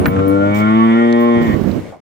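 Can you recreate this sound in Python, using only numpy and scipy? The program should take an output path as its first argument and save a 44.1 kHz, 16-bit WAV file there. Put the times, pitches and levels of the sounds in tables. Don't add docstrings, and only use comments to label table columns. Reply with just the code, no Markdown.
import sys
import numpy as np
from scipy import signal
from scipy.io import wavfile
from scipy.ndimage import uniform_filter1d

SR = 44100
rng = np.random.default_rng(int(sys.argv[2]) if len(sys.argv) > 2 else 0)


def dump(signal):
    limited = np.clip(np.atleast_2d(signal).T, -1, 1)
    pcm = np.round(limited * 32767).astype(np.int16)
    wavfile.write(sys.argv[1], SR, pcm)


N = 89346


def gain_of(db):
    return 10 ** (np.asarray(db) / 20)


def evened(x):
    return x / np.sqrt(np.mean(x ** 2) + 1e-20)


def curves(table):
    rows = np.array(table, float)
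    return [np.interp(np.arange(N) / SR, rows[:, 0], col) for col in rows[:, 1:].T]


def read(points, hz, axis=1):
    rows = np.array(points, float)
    return np.interp(np.log(hz + 1), np.log(rows[:, 0] + 1), rows[:, axis])


def noise(colour_db, patchy_db, same, size=512):
    z = rng.standard_normal((N * 4 // size + 5, size // 2 + 1, 5)).T
    patches = evened(uniform_filter1d(uniform_filter1d(z[4], 8, 0), 4, 1))
    same = np.clip(same, 0, 1)
    left = z[0] + 1j * z[1]
    right = same * left + np.sqrt(1 - same ** 2) * (z[2] + 1j * z[3])
    hz = np.fft.rfftfreq(size, 1 / SR)
    colour = np.reshape(colour_db(hz), (-1, len(hz), 1))
    pair = np.array([left, right]) * gain_of(colour + patchy_db * patches)
    return evened(signal.istft(pair, nperseg=size, noverlap=size * 3 // 4)[1][:, :N])


def add(mix, start_s, sound, pan_db):
    part = mix[:, round(start_s * SR):][:, :sound.shape[-1]]
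    part += (gain_of([[pan_db / 2], [-pan_db / 2]]) * sound)[:, :part.shape[1]]


def barn_air():
    # pitch_hz [Hz], density_db [relative dB per Hz]
    air_colour = [(24, -35.5), (40, -13.5), (552, 7.5), (800, -4.5), (3480, -18.5), (6220, -22.5),
                  (15400, -39), ]
    level_db = -36.5
    return gain_of(level_db) * noise(lambda f: read(air_colour, f), 2.0, 0.12, size=1024)


def swishes():
    # start_s [s], length_s [s], level_db [dB], pan_db [left minus right dB], tilt_db [dB per octave]
    bursts = [(0.539, 0.092, -39.5, 6, 4.5), (1.189, 0.07, -47.5, -11, 9.5), (1.403, 0.16, -45, -8, 2),
              (1.499, 0.37, -52, -15, 1.5)]
    # pitch_hz [Hz], density_db [relative dB per Hz]
    hiss_colour = [(1470, -33.5), (2500, 6), (7900, -5.5), (9040, -19), (15100, -3), (16100, -14.5)]
    out = np.zeros((2, N))
    for start_s, length_s, level_db, pan_db, tilt_db in bursts:
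        def colour_db(f):
            tilt = tilt_db * np.log2(f / 8000 + .01)
            return read(hiss_colour, f) + tilt - 60 * (f < 1700)

        u = np.arange(0, 1, 1 / (length_s * SR))
        hiss = evened(noise(colour_db, 1.5, .2, size=256)[:, :len(u)])
        grain = gain_of(2.0 * evened(uniform_filter1d(rng.standard_normal(len(u)), 90)))
        envelope = np.minimum(np.minimum(u / 0.11, (1 - u) / 0.39), 1)
        add(out, start_s, gain_of(level_db) * envelope * grain * hiss, pan_db)
    return out


def buffeting():
    # time_s [s], left_db [dB], right_db [dB]
    breath_levels = [(0, -12.5, -11.5), (.08, -12, -14.5), (.12, -24, -23), (.19, -16.5, -17),
                     (.21, -20, -23.5), (.66, -60, -26), (.68, -36, -30.5), (1.32, -56, -55),
                     (1.36, -42, -12.5), (1.6, -28, -10.5), (1.72, -32, -13), (1.79, -30, -14.5),
                     (1.82, -24.5, -37), (1.9, -32.5, -63)]
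    # pitch_hz [Hz], density_db [relative dB per Hz]
    buffet_colour = [(18, -39.5), (30, -29.5), (76, -1.5), (255, -0.5), (891, -26), (3000, -42.5),
                     (3900, -77.5), (6600, -120)]
    lumps = evened(uniform_filter1d(rng.standard_normal((N, 2)).T, 500))
    rumble = noise(lambda f: read(buffet_colour, f), 1.5, .35, size=1024)
    return rumble * gain_of(np.array(curves(breath_levels)) + 1.2 * lumps)


def knocks():
    # start_s [s], level_db [dB], pitch_hz [Hz], t60_s [s], pan_db [left minus right dB]
    raps = [(0.0568, -8, 1296, 0.04, -5), (.082, -20.5, 1630, 0.018, 9), (.162, -27, 1430, 0.035, -9),
            (0.191, -19.5, 1290, 0.053, -2), (1.126, -21, 3730, 0.012, -1.5), (1.632, -30, 671, 0.026, -8),
            (1.714, -33, 3700, 0.012, 7), (1.922, -28, 595, 0.39, -4)]
    out, t = np.zeros((2, N)), np.arange(6000) / SR
    for start_s, level_db, pitch_hz, t60_s, pan_db in raps:
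        z = rng.standard_normal((len(t), 2)).T
        blow = z + z[0]
        peak = signal.iirpeak(pitch_hz, 2.5, fs=SR)
        ring = evened(signal.lfilter(*peak, signal.lfilter(*peak, blow)))
        band = signal.butter(4, [.3 * pitch_hz, 1.7 * pitch_hz], "band", fs=SR, output="sos")
        wide = evened(signal.sosfilt(band, z))
        crack = evened(signal.lfilter(*signal.iirpeak(3 * pitch_hz, 6, fs=SR), blow)) * np.exp(-t / .004)
        envelope = gain_of(level_db - 60 * t / t60_s) * (1 - np.exp(-t / 0.001))
        add(out, start_s, envelope * (ring + .7 * wide + gain_of(level_db) * crack), pan_db)
    return out


def clinks():
    # start_s [s], level_db [dB], low_db [low pair minus high pair dB], pan_db [left minus right dB]
    touches = [(0, -55, 3, -29), (.066, -30, -17, -16.5), (0.28, -36.5, -8.5, -10.5)]
    # pitch_hz [nominal Hz, varied a little at each touch], t60_s [s]
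    ring_tones = [(9480, 0.059), (9781, 0.26), (14860, .06), (15190, 0.13)]
    out, t = np.zeros((2, N)), np.arange(12000) / SR
    for start_s, level_db, low_db, pan_db in touches:
        ring = np.zeros(len(t))
        for pitch_hz, t60_s in ring_tones:
            decay = gain_of(low_db * (pitch_hz < 12000) - 60 * t / t60_s)
            ring += decay * np.sin(2 * np.pi * pitch_hz * rng.uniform(0.98, 1.003) * t)
        tick = gain_of(-1.0 - 60 * t / 0.0056) * np.diff(rng.standard_normal(len(t) + 1))
        add(out, start_s, gain_of(level_db) * (ring + tick), pan_db)
    return out


def barn(x):
    level_db, t60_s, from_hz = -8, .25, 1250
    t = np.arange(16000) / SR
    taps = rng.standard_normal((len(t), 2)).T
    taps = taps * (rng.random((len(t), 2)).T < .05) * gain_of(-60 * t / t60_s)
    taps = taps / np.linalg.norm(taps, axis=1)[:, None]
    taps = signal.sosfilt(signal.butter(3, from_hz, "high", fs=SR, output="sos"), taps)
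    return x + gain_of(level_db) * signal.fftconvolve(x, taps, axes=1)[:, :N]


def moo():
    # [relative dB, steers both puffs and pitch wobble]
    call = [(0, 92.28, -8.5, 0.13, 0), (.09, 93.4, -10, 0.15, -1), (.13, 95.2, -6.5, 0.39, -43),
            (.24, 96.52, -5.5, 0.02, -16), (.36, 98.93, -6, 0.07, -34.5), (.5, 101.5, -4.5, 0.57, -36.5),
            (.62, 105.9, -1.5, 0.63, -15), (.78, 111.7, -0.5, 0.67, -34), (.94, 114.7, -3, 0.95, -21.5),
            (.99, 117.1, -2, 0.8, -28), (1.27, 118.5, -2, 0.62, -26.5), (1.38, 117.4, -2.5, 0.78, -41),
            (1.45, 117.9, -8.5, 1, -11.5), (1.49, 110.9, -7, 1, -4), (1.54, 100.5, -10, 0.98, -0.5),
            (1.6, 99, -39, 0.3, 28)]
    # [change at full opening, dB]
    throat = [(96.7, -16, -18.5, 6), (121, -35.5, -30, 0), (211, -13.5, -18.5, 4), (229.3, -11.5, -10, 3.5),
              (287, -14, -39, 0.5), (293, -4, -14.5, 3), (315, -17.5, -25.5, -6.5), (331, -12, -16, -5.5),
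              (356.2, -17.5, -22.5, 5.5), (363, -26.5, -18, -1.5), (444, -29, -19.5, -14.5),
              (459.7, -16, -12, -13), (493, -10, -15, -2), (542, -35.5, -29.5, -10.5),
              (589.7, -19, -23.5, 0), (603, -13, -13, -0.5), (615.3, -23, -17, -5), (699, -25, -30.5, -1),
              (780, -43.5, -32.5, -1.5), (836, -38.5, -24, 0), (891, -30.5, -51.5, 6),
              (1027, -39.5, -32, 4.5), (980, -54.5, -28.5, -1.5), (1175.5, -22.5, -25, -0.5),
              (1170, -33.5, -41.5, 0), (1200, -28.5, -31, 0.5), (1433, -36.5, -36.5, -4),
              (1640, -52, -52.5, 10), (1786, -43, -47, 9.5), (2230, -62.5, -50, 22), (2690, -52, -59.5, 4),
              (2990, -56, -48.5, 10), (3625, -57, -64.5, 12.5), (3930, -65, -62.5, -9)]
    # time_s [s], pitch_hz [Hz], lift_db [dB]
    mouth_peaks = [
        [(.5, 1125, -4), (.8, 1146, 15), (.95, 1080, -4.5), (1.13, 1060, -1), (1.22, 1064, 10.5),
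         (1.36, 1050, 11), (1.45, 1070, 7)],
        [(.17, 1320, 9), (.27, 1375, 12), (.45, 1405, 15.5), (1.0, 1400, 13), (1.08, 1400, -1)],
        [(.4, 2253, 16.5), (.57, 2294, 21.5), (.75, 2090, -1), (.94, 1920, 9.5), (1.06, 1863, 12)],
    ]
    half_width_hz = 36.7
    jitter, shimmer_db = .0015, 1.8
    right_lag_s = 0.00047
    spread_turns, scattered_from = .012, 9

    hz, level_db, mouth, breath_db = curves(call)
    wobble = evened(uniform_filter1d(rng.standard_normal(N), 300)) * jitter * gain_of(breath_db + 26.0)
    turns = np.cumsum(hz * (1 + np.clip(wobble, -.3, .3))) / SR
    out = np.zeros((2, N))
    slow = slice(None, None, 32)
    peaks = np.array([curves(table) for table in mouth_peaks])[:, :, slow]
    for k in range(1, 46):
        f = k * hz[slow]
        loose = min(k / scattered_from, 1) ** 2
        peak_db = sum(lift_db / (1 + ((f - peak_hz) / half_width_hz) ** 2) for peak_hz, lift_db in peaks)
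        waver_db = shimmer_db * loose * evened(uniform_filter1d(rng.standard_normal(len(f)), 30))
        offset = spread_turns * k * k + loose * rng.random()
        for port, lag_s in enumerate([0, right_lag_s]):
            db = read(throat, f, axis=1 + port) + mouth[slow] * read(throat, f, axis=3) + peak_db
            slow_size = gain_of(uniform_filter1d(db, 25) + waver_db)
            size = np.interp(np.arange(N), np.arange(N)[slow], slow_size)
            out[port] += np.sqrt(2) * size * np.cos(2 * np.pi * (k * (turns - lag_s * hz) + offset))

    def breath_colour(f):
        open_db = 1.18 * read(throat, f, axis=3)
        return [uniform_filter1d(read(throat, f, axis=p) + open_db, 3) for p in (1, 2)]

    breath = noise(breath_colour, 0.67, 0.94, size=1024)
    pulse = 0.71 + np.exp(-(turns % 1) / 0.17)
    puffs = breath * pulse * gain_of(breath_db - 24)
    return (out + puffs) * gain_of(level_db)


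def scene():
    air = barn_air()
    return barn(moo()) + knocks() + clinks() + buffeting() + swishes() + air


def record(dry):
    fade_from_s, fade_db_per_s, silent_s = 1.891, 160, 2.004
    port_hz, port_db = 8100, 4.5
    top_hz = 15950
    t = np.arange(N) / SR
    thinned = signal.sosfilt(signal.butter(4, 68, "high", fs=SR, output="sos"), dry)
    fade = gain_of(-fade_db_per_s * np.maximum(t - fade_from_s, 0))
    faded = thinned * fade * np.clip((silent_s - t) / 0.0017, 0, 1)
    port_band = signal.lfilter(*signal.iirpeak(port_hz, 3.5, fs=SR), faded)
    heard = faded + (gain_of([[port_db], [-port_db]]) - 1) * port_band
    rounded = heard / (1 + abs(heard / .99) ** 6) ** (1 / 6)
    low_pass = signal.firwin(511, top_hz, window=("kaiser", 9), fs=SR)
    return signal.oaconvolve(rounded, low_pass[None], "same")


dry = scene()
out = record(dry)
dump(out)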